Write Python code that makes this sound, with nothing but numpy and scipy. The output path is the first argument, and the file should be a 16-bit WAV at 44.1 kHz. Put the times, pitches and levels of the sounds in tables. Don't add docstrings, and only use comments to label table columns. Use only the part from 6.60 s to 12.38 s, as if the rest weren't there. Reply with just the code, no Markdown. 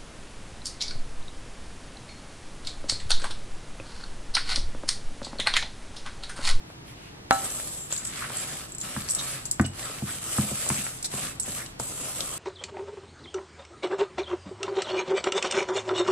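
import sys
import numpy as np
from scipy import signal
from scipy.fft import rfft, irfft
from scipy.io import wavfile
from scipy.ndimage import uniform_filter1d

SR = 44100
rng = np.random.default_rng(int(sys.argv[2]) if len(sys.argv) > 2 else 0)


def dump(signal):
    limited = np.clip(np.atleast_2d(signal).T, -1, 1)
    pcm = np.round(limited * 32767).astype(np.int16)
    wavfile.write(sys.argv[1], SR, pcm)


N = 254898

# [f/Hz, density/dB]
HUM = [(12, -56), (20, -7.5), (54, -3.5), (97, -5), (128, 1), (229, -10.5), (286, -9), (347, -9.5),
       (555, -18.5), (674, -16.5), (1300, -21.5), (4200, -29.5), (12700, -43.5), (15000, -70)]
# [f/Hz, ratio/dB]
SIDE_OVER_MID = [(60, -22), (120, -41), (210, -26), (400, -14), (750, -5.5), (1300, -6), (2400, -4),
                 (4400, 1), (8000, 1.5), (9500, 6.5), (12000, 7.5), (15000, 61)]
# [t/s, length/s, level/dB, treble offset/dB]
SWISHES = [(0.027, .16, -57.5, 2), (0.233, .13, -48.5, 0), (0.288, 0.31, -52, -6)]
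# [f/Hz, density/dB]
SWISH_COLOUR = [(700, -21), (1800, -4), (2800, 0), (4200, -9), (7000, -12.5)]
# [t/s, length/s, f/Hz, tone level/dB, rasp level/dB]
SQUEAKS = [(1.188, 0.065, 7340, -39, -55), (2.581, 0.032, 3810, -33, -32.5),
           (3.042, 0.024, 2903, -38.5, -38)]
# [ratio to its pitch, density/dB]
RASP = [(.5, -22), (.85, 0), (1.05, -2), (1.3, -3), (1.6, -2), (2.6, -8), (4, -26)]
# [t/s, length/s, first centre f/Hz, level/dB]
SCRAPES = [(1.596, 0.079, 1380, -32.5), (1.66, 0.081, 1190, -44), (2.691, 0.15, 2100, -46),
           (3.455, 0.072, 1300, -38.5), (4.146, 0.082, 2150, -37), (4.97, 0.076, 1570, -39.5)]
# [t/s, time scale/s, level/dB]
SPILLS = [(0.933, .2, -38), (1.16, 0.085, -38), (1.297, 0.18, -31), (1.442, 0.096, -31),
          (1.747, 0.091, -29.5), (2.068, 0.13, -46), (2.495, 0.26, -34), (2.82, 0.38, -48.5),
          (4.806, 0.11, -32.5), (5.212, 0.14, -32.5)]
# [t/s, level/dB, lower edge f/Hz, splinter time/s]
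SNAPS = [(0.903, -17, 5600, 0.0038), (1.3175, -19, 2700, .002), (1.3255, -19, 3000, 0.0052),
         (1.364, -17, 3500, .003), (2.2135, -24, 3520, 0.0066), (2.488, -10.5, 4420, 0.0014),
         (2.7348, -23, 2500, 0.0028), (2.854, -22, 4400, .003), (3.99, -26, 4800, 0.0037),
         (4.186, -23, 2400, .003), (4.3875, -29, 4000, .002), (4.428, -21, 4200, .002),
         (4.4443, -14.5, 4000, 0.018), (4.7976, -20, 4500, 0.0017), (5.062, -20, 2800, 0.0021),
         (5.198, -17, 4600, .002), (5.6057, -10.5, 3080, 0.0037)]
# [t/s, level/dB, ring f/Hz, skitter time/s]
TICKS = [(0.7268, -15, 7400, 0.0034), (0.8446, -16, 8250, .0065), (1.1875, -30, 7600, 0.011),
         (1.3055, -24, 7300, .003), (1.3255, -11.5, 7360, 0.004), (1.335, -18.5, 7400, .006),
         (1.377, -16, 7240, 0.0087), (1.4507, -14, 8000, 0.0041), (1.4725, -16, 8000, .005),
         (1.7698, -14.5, 8300, .005), (1.7835, -19, 7440, .003), (1.798, -19, 7500, 0.005),
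         (2.1208, -21, 7720, 0.0023), (2.1494, -21.5, 7740, 0.0033), (2.1835, -17, 7500, 0.003),
         (2.202, -21, 7660, 0.0068), (2.2127, -16, 7280, 0.0079), (2.494, -14, 7900, .002),
         (2.5, -11, 7960, 0.006), (2.5073, -10, 8200, 0.007), (2.5195, -14, 8400, .003),
         (2.5355, -19.5, 7900, .003), (2.5490, -9.5, 7930, 0.005), (2.556, -17, 7700, .012),
         (2.855, -15, 7500, 0.0084), (2.9123, -7, 7750, 0.005), (2.9602, -26, 7850, .003),
         (3.0125, -16.5, 7680, 0.0043), (3.062, -18, 8000, 0.006), (3.7758, -13.5, 8300, 0.0065),
         (4.0899, -8, 8300, .003), (4.4275, -18, 7840, 0.005), (4.4460, -16, 8200, 0.021),
         (4.7991, -10.5, 8060, 0.0067), (4.8255, -19, 7300, 0.0027), (4.8325, -17, 7350, 0.0018),
         (5.1982, -20.5, 7400, 0.0089)]
# [f/Hz, density/dB]
CLICK = [(500, -47), (2500, -30), (5200, -3.5), (6300, -3), (8000, 2), (10000, 3), (12500, -4),
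         (15500, -32)]
# [t/s, clack level/dB, thump level/dB, contact brightness f/Hz]
KNOCKS = [(0.102, -35, -55, 1390), (0.9984, -28, -45.5, 1760), (1.3065, -31, -62, 1710),
          (1.3250, -26.5, -66, 1650), (1.703, -25.5, -53, 1600), (2.3650, -19.5, -25, 1830),
          (2.997, -9.5, -10, 1750), (3.0003, -14, -15, 1850), (3.043, -24, -29.5, 686),
          (3.299, -29.5, -47.5, 604), (3.4221, -28, -22, 754), (3.7842, -16.5, -15, 1430),
          (3.832, -34, -27, 705), (3.915, -22.5, -27.5, 730), (4.0651, -25, -42, 1100),
          (4.1025, -13, -21, 2200), (4.183, -38, -29.5, 800), (4.2666, -22, -60, 2660),
          (4.5389, -26, -32.5, 950), (4.8790, -28.5, -34, 720), (5.1995, -20.5, -33.5, 1250)]
# [f/Hz, level/dB, t60/s]
WALL_MODES = [(266, -10.5, 0.28), (545, -15, .12), (640, -13, .16), (668, -10, 0.22), (779.5, -1.5, 0.4),
              (782, -5.5, 0.36), (892, -16, 0.3), (1170, -9, .11), (1318, .5, 0.24), (1473, -9, 0.15),
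              (1701, -11, 0.16), (2820, -15, .11), (3910, -20, 0.3), (4010, -20, 0.3), (4103, -17, 0.25)]
# [f/Hz, level/dB, t60/s]
ROCK_MODES = [(93, -7.5, 0.36), (135, -1, 0.24), (151, -5, 0.22), (203, 1.5, 0.22), (220, -8, 0.2),
              (236, -13, 0.16), (326, -9, 0.2), (385, -18, .12)]
# [f/Hz, density/dB]
CRACK = [(250, -14), (500, 0), (1200, 12), (2000, 1), (2800, 2), (4000, -6), (10000, -7), (15000, -21)]
# [t/s, rise/s, hold/s, fall/s, flake hiss level/dB, heap crunch level/dB, wall pressure over crunch/dB]
STROKES = [(0.698, 0.061, 0.089, 0.22, -37, -43, 2.5), (0.845, 0.11, .12, 0.4, -39, -58, 11),
           (1.294, 0.014, 0.016, 0.5, -45.5, -44, -28), (1.406, 0.19, 0.017, 0.4, -41.5, -41, -14),
           (1.655, 0.09, 0.21, 0.21, -40, -43, -2), (2.211, 0.03, 0.085, 0.7, -41, -43, -6.5),
           (2.502, 0.13, 0.11, 0.16, -39.5, -41.5, -4.5), (3.114, 0.1, 0.04, 0.52, -41, -42, -3),
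           (3.408, 0.1, 0.033, 0.13, -38, -43, -7), (3.579, 0.17, 0.015, 0.46, -32.5, -41, 0),
           (3.787, 0.3, 0.095, 0.29, -34.5, -42, -5), (4.495, 0.048, 0.115, 0.125, -37.5, -40.5, -2),
           (4.831, 0.051, 0.1, 0.14, -38.5, -44, 0), (5.19, 0.0081, 0.13, 1, -41, -54.5, 9.5),
           (5.295, 0.12, .42, .5, -39.5, -48.5, 7)]
# [f/Hz, density/dB]
HISS = [(500, -32), (2000, -14.5), (3300, -10.5), (5200, -10), (6500, -5.5), (8500, -1.5), (10000, -1.5),
        (12000, -2.5), (13000, -11), (14200, -22), (16000, -36)]
# [f/Hz, density/dB]
CRACKLE = [(400, -13), (1200, -9), (3000, -5), (6000, -12), (8500, 5), (12000, 2), (15000, -20)]
# [f/Hz, density/dB]
CRUNCH = [(50, -19.5), (150, 4), (260, -1.5), (420, -13.5), (650, -7.5), (900, -10.5), (1250, 1),
          (2100, -3.5), (3100, -3.5), (5000, -5), (9000, -32)]
# [f/Hz, density/dB]
BODY = [(100, -26), (250, 2.5), (400, -1.5), (600, 5), (900, -3), (1230, 4), (1900, -17.5), (2500, -15),
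        (3200, -6), (5000, -41.5)]
# [f/Hz, density/dB]
CLUMP = [(300, -16), (800, -6), (1400, -1), (3000, 0.5), (5500, -3.5), (9000, -6), (14000, -34)]

HUM_DB = -46.5
SQUEAK_GLIDE, SQUEAK_WAVER, SQUEAK_T60_S = -.02, .018, .09
SCRAPE_WIDTH, SCRAPE_RISE = 0.65, 1.16
SPILL_RISE, SPILL_HOLD = 0.17, 0.095
SPILL_PER_S, SPILL_SPREAD_DB = 700, 4
SKITTER_DB = -5
TICK_BLUR_DB, TICK_BLUR_S = -4, .008
CLICK_DB, CLICK_RISE = 6, 0.34
KNOCK_TAIL_DB, STRIKE_TAIL_DB = -24.5, -31
THUMP_RISE_S, THUMP_DAMP_S, THUMP_FREE = .004, .021, .26
ROCK_DETUNE = .004
STRIKE_S, STRIKE_RIGHT_DB = 0.7095, 0.2
CRACK_DB, CRACK_T60_S = -7, .006
RING_DB, STRIKE_ROOM_DB = -8, -3.5
STOP_CURVE = 1.2
FLAKES_PER_S, CRUMBS_PER_S, SCRATCHES_PER_S = 9000, 2200, 3200
FLAKE_SPREAD_DB = 3.9
CRACKLE_DB, CRACKLE_PER_S, CRACKLE_SPREAD_DB = -4, 150, 4.2
CLUMP_DB, CLUMP_PER_S, CLUMP_SPREAD_DB = -6.5, 45, 4.5
ZING_DB = -4
HISS_DB, BODY_DB = 2.5, -5
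HISS_FITS_DB, CRUNCH_FITS_DB = 1.07, 1.1
HISS_SHIFT_DB, CRUNCH_SHIFT_DB = 1.6, 2.1
SING_DB, SING_T60_S = -14, .06
TOP_HZ = 15600


def undb(db):
    return 10 ** (np.asarray(db) / 20)


def unit(x):
    return x / np.sqrt(np.mean(x ** 2))


def clock(seconds):
    return np.arange(max(int(seconds * SR), 2)) / SR


def gains(points, size):
    hz, db = np.transpose(points)
    bins_hz = np.arange(size // 2 + 1) * SR / size
    return undb(np.interp(np.log(bins_hz + 1), np.log(hz), db))


def colour(x, points):
    size = 4096
    cepstrum = irfft(np.log(gains(points, size)))
    cepstrum[1:size // 2] *= 2
    cepstrum[size // 2 + 1:] = 0
    response = irfft(np.exp(rfft(cepstrum)))
    return signal.fftconvolve(x, response)[:len(x)]


def resonate(x, hz, width_hz):
    return signal.lfilter(*signal.iirpeak(hz, hz / width_hz, fs=SR), x)


def fade(t, t60):
    return np.exp(-np.log(1000) * t / t60)


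def swell(s, rise_s, hold_s, fall_s, curve=1):
    t = np.arange(N) / SR - s
    falling = np.maximum(t - rise_s - hold_s, 0) / fall_s
    return np.clip(t / rise_s, 0, 1) * 10 ** -np.minimum(falling ** curve, 10)


def walk(rate):
    k = int(SR / rate)
    steps = np.repeat(rng.standard_normal(N // k + 1), k)
    return unit(uniform_filter1d(steps, k)[:N])


def grains(rate, spread_db, length):
    hit = rng.random(length) < rate / SR
    size = undb(spread_db * np.minimum(rng.standard_normal(length), 2.6))
    return unit(hit * size * rng.choice([-1, 1], length) + 1e-9)


def chatter(length_s, rate, count):
    force = np.zeros(count)
    gaps = rng.uniform(.3, 1.7, 400)
    size = rng.uniform(.4, 1, 400) * rng.choice([-1, 1], 400)
    when = np.cumsum(gaps) / rate
    keep = when * SR < count - 1
    force[(when[keep] * SR).astype(int)] = (size * np.exp(-(when / length_s) ** 3))[keep]
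    return force


def shimmer(x, tail_db, tail_t60):
    tail = fade(clock(.15), tail_t60) ** 2
    power = np.abs(signal.fftconvolve(x ** 2, tail / tail.sum())[:len(x)])
    blur = np.sqrt(power) * rng.standard_normal(len(x))
    return (x + undb(tail_db) * blur) / np.hypot(1, undb(tail_db))


def steel(x, tail_db, tail_t60):
    t = clock(.15)
    response = rng.standard_normal(len(t)) * fade(t, tail_t60)
    response *= undb(tail_db) / np.linalg.norm(response)
    response[0] = 1
    return signal.fftconvolve(x, response / np.linalg.norm(response))[:len(x)]


def ring(modes, detune, uneven_db):
    t = clock(.5)
    y = np.zeros(len(t))
    for hz, db, t60 in modes:
        level = undb(db + uneven_db * rng.standard_normal())
        pitch = hz * (1 + detune * rng.standard_normal())
        y += level * fade(t, t60) * np.sin(2 * np.pi * pitch * t)
    return y / np.abs(y).max()


def clack(bright_hz, tail_db, tail_t60, treble_db):
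    t = clock(.2)
    force = undb(tail_db) * rng.standard_normal(len(t)) * fade(t, tail_t60)
    force[0] = 1
    outline = [(30, -44), (100, -20), (300, -5), (.5 * bright_hz, 0), (0.97 * bright_hz, -2),
               (1.7 * bright_hz, treble_db), (5 * bright_hz, treble_db - 4.5), (17000, treble_db - 7.5)]
    y = colour(force, outline)
    return -y / np.abs(y).max()


def add(track, s, sound):
    i = int(s * SR)
    track[..., i:i + sound.shape[-1]] += sound[..., :N - i]


def stereo(mid, side):
    width = gains(SIDE_OVER_MID, N)
    share = 1 / np.sqrt(1 + width ** 2)
    mid = irfft(rfft(mid) * share, N)
    side = irfft(-1j * rfft(side) * share * width, N)
    return np.array([mid + side, mid - side])


def scatter(impacts, body):
    mid = unit(body(impacts))
    side = unit(body(impacts * rng.choice([-1, 1], N)))
    return stereo(mid, side)


def coloured(impacts, tail_db, tail_t60, outline):
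    return scatter(impacts, lambda x: colour(shimmer(x, tail_db, tail_t60), outline))


def shift(x, depth_db):
    spec = signal.stft(x, nperseg=512)[2]
    field = rng.standard_normal(spec.shape[1:])
    for _ in range(2):
        field = uniform_filter1d(uniform_filter1d(field, size=5, axis=0), size=9, axis=1)
    return signal.istft(spec * undb(depth_db * unit(field)))[1][:, :N]


def zing(impacts, hz, width_hz):
    def bare_wall(x):
        return steel(resonate(resonate(x, hz, width_hz), hz, 2000), -4.0, 0.052)
    return shift(scatter(impacts, bare_wall), 1.1)


def hum():
    mid, side = (unit(colour(rng.standard_normal(N), HUM)) for _ in range(2))
    side_outline = [(50, -33), (120, -18.0), (300, -4.0), (500, 0.0), (2000, 4.5), (5000, 8.0), (12000, 9)]
    side = colour(side, side_outline)
    return undb(HUM_DB + 0.12 * walk(1.0)) * np.array([mid + side, mid - side])


def kitchen(sound):
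    t = clock(.5)
    envelope = fade(t, 0.2) * (1 - np.exp(-t / 0.015))
    outline = [(100, 0.0), (400, -2.0), (2000, -0.5), (8000, 2.5), (15000, -32)]
    tails = [colour(rng.standard_normal(len(t)) * envelope, outline) for _ in sound]
    mono = sound.mean(axis=0)
    wet = [signal.fftconvolve(mono, tail)[:N] / np.sqrt(np.sum(envelope ** 2)) for tail in tails]
    return undb(-9.5) * stereo(*wet)


def swishes():
    track = np.zeros((2, N))
    for s, length, db, treble_db in SWISHES:
        t = clock(length)
        envelope = np.sin(np.pi * t / t[-1]) ** 2
        treble = [(10000, treble_db - 5), (13000, treble_db - 6), (15500, treble_db - 28)]
        for channel in track:
            brush = unit(colour(grains(9000, 3, len(t)), SWISH_COLOUR + treble))
            add(channel, s, undb(db) * envelope * brush)
    return stereo(*track)


def squeaks():
    track, t = np.zeros((2, N)), clock(.25)
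    for s, length, hz, tone_db, rasp_db in SQUEAKS:
        along = np.minimum(t / length, 1)
        contact = np.sin(np.pi * along)
        ring_on = undb(-8.5) * along * fade(np.maximum(t - length, 0), SQUEAK_T60_S)
        envelope = np.maximum(contact, ring_on)
        waver = SQUEAK_WAVER * contact * walk(300)[:len(t)]
        pitch = hz * (1 + SQUEAK_GLIDE * (along - .5) + waver)
        tone = undb(tone_db) * envelope * np.sin(2 * np.pi * np.cumsum(pitch) / SR) * np.sqrt(2)
        for channel in track:
            slips = shimmer(grains(2600, 3, len(t)), -3, .02)
            rasp = unit(colour(slips, [(ratio * hz, db) for ratio, db in RASP]))
            add(channel, s, tone + undb(rasp_db) * envelope * rasp)
    return stereo(*track)


def scrapes():
    track = np.zeros((2, N))
    for s, length, hz, db in SCRAPES:
        t = clock(length)
        along = t / t[-1]
        envelope = np.sin(np.pi * along) ** 2
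        for channel in track:
            grit = shimmer(grains(2700, 3.5, len(t)), -3.5, 0.033)
            early, late = (unit(resonate(resonate(grit, f, SCRAPE_WIDTH * f), f, SCRAPE_WIDTH * f))
                           for f in (hz, SCRAPE_RISE * hz))
            add(channel, s, undb(db) * envelope * ((1 - along) * early + along * late))
    return stereo(*track)


def spills():
    flow = sum(undb(db) * swell(s, SPILL_RISE * length, SPILL_HOLD * length, length)
               for s, length, db in SPILLS)
    return undb(-4.5) * flow * zing(grains(SPILL_PER_S, SPILL_SPREAD_DB, N), 7730, 740)


def snaps():
    track = np.zeros((2, N))
    for s, db, low_hz, length_s in SNAPS:
        outline = [(0.18 * low_hz, -18), (0.79 * low_hz, -15), (low_hz, 0), (1.05 * low_hz, -1),
                   (10500, -8), (15000, -26)]
        for channel in track:
            force = undb(-2.0) * chatter(length_s, 2200, count=4000)
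            force[0] = 1
            add(channel, s, undb(db + 13) * colour(shimmer(force, -2, 0.04), outline))
    return stereo(*track)


def ticks():
    track = np.zeros((2, N))
    for s, db, hz, skitter_s in TICKS:
        for channel in track:
            force = undb(SKITTER_DB) * chatter(skitter_s, 1700, count=6000)
            force[0] = 1
            force = shimmer(force, TICK_BLUR_DB, TICK_BLUR_S)
            ping = 7 * steel(resonate(resonate(force, hz, 386), hz, 2700), -2.1, 0.089)
            click = undb(CLICK_DB + CLICK_RISE * db) * colour(shimmer(force, -1.5, 0.11), CLICK)
            add(channel, s, undb(db + 6.5) * (ping + click))
    return stereo(*track)


def knocks():
    track, t = np.zeros((2, N)), clock(.5)
    damping = THUMP_FREE + (1 - THUMP_FREE) * np.exp(-(t / THUMP_DAMP_S) ** 2)
    checked = (1 - np.exp(-t / THUMP_RISE_S)) * damping
    thump_outline = [(25, -18), (70, -2), (110, 0.5), (600, -4), (2000, -18.5)]
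    for s, clack_db, thump_db, bright_hz in KNOCKS:
        thump = undb(thump_db + 11.5) * ring(ROCK_MODES, ROCK_DETUNE, 0.7) * checked
        for channel in track:
            add(channel, s, undb(clack_db + 1.0) * clack(bright_hz, KNOCK_TAIL_DB, 0.042, -23.5))
            add(channel, s, undb(clack_db - 30.0) * ring(WALL_MODES, 0.0034, 2.2))
            add(channel, s + 0.0024, colour(thump, thump_outline))
    return stereo(*track)


def strike():
    track, t = np.zeros((2, N)), clock(.05)
    for channel, db in zip(track, (-1.5, 0)):
        crack = colour(rng.standard_normal(len(t)) * fade(t, CRACK_T60_S), CRACK)
        blow = clack(1600, STRIKE_TAIL_DB, 0.088, -12.5)
        add(channel, STRIKE_S, undb(db + 9.5) * (.5 * blow + resonate(blow, 1400, 1200)) / 1.3)
        add(channel, STRIKE_S, undb(db + CRACK_DB) * crack)
        add(channel, STRIKE_S, undb(db + RING_DB) * ring(WALL_MODES, 0.0003, 0.32))
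        add(channel, STRIKE_S, undb(db - 30) * ring(ROCK_MODES, 0.004, 0.93))
    return stereo(*track) * undb([[-STRIKE_RIGHT_DB], [STRIKE_RIGHT_DB]])


def stirring():
    power = np.zeros((3, N))
    for s, rise_s, hold_s, fall_s, hiss_db, crunch_db, press_db in STROKES:
        levels = undb([hiss_db, crunch_db, crunch_db + press_db])
        power += np.outer(levels, swell(s, rise_s, hold_s, fall_s, STOP_CURVE)) ** 2
    power[0] += 1e-10
    return np.sqrt(power)


def rustle():
    slide, push, press = stirring()
    fits = walk(70)

    rate = FLAKES_PER_S * unit(slide) ** .6
    thin = np.sqrt(np.mean(rate) / rate)
    flakes = grains(rate, FLAKE_SPREAD_DB, N) * thin
    hiss = shift(coloured(flakes, -7, 0.06, HISS), HISS_SHIFT_DB)
    scratch = zing(grains(SCRATCHES_PER_S, 6.5, N), 8060, 930) * undb(ZING_DB + 2.4 * walk(45))
    breaking = grains(CRACKLE_PER_S, CRACKLE_SPREAD_DB, N)
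    crackle = undb(CRACKLE_DB) * coloured(breaking, -2, 0.018, CRACKLE)

    def damped_wall(x):
        modes = ring(WALL_MODES, 0.0093, 2.4) * fade(clock(.5), SING_T60_S)
        return signal.fftconvolve(x, modes)[:N]

    crumbs = grains(CRUMBS_PER_S, 2.7, N)
    body = undb(BODY_DB) * press * coloured(crumbs, -2, 0.027, BODY)
    sing = undb(SING_DB) * scatter(crumbs, damped_wall)
    heap = push * (coloured(crumbs, -4.0, 0.053, CRUNCH) + sing)
    crunch = shift(heap + body, CRUNCH_SHIFT_DB)
    lumps = grains(CLUMP_PER_S, CLUMP_SPREAD_DB, N)
    clumps = undb(CLUMP_DB) * push * coloured(lumps, -4, 0.014, CLUMP)

    sliding = slide * (hiss * undb(HISS_DB + HISS_FITS_DB * fits) + scratch + crackle)
    return sliding + clumps + crunch * undb(CRUNCH_FITS_DB * fits)


def scene():
    stir = swishes() + rustle() + scrapes() + spills() + ticks() + snaps() + squeaks() + knocks()
    landing = strike()
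    room = kitchen(stir + undb(STRIKE_ROOM_DB) * landing)
    return stir + landing + room + hum()


def record(dry):
    low_pass = signal.ellip(8, .2, 70, TOP_HZ, fs=SR, output="sos")
    return signal.sosfilt(low_pass, np.clip(dry, -.95, .95))


dry = scene()
out = record(dry)
dump(out)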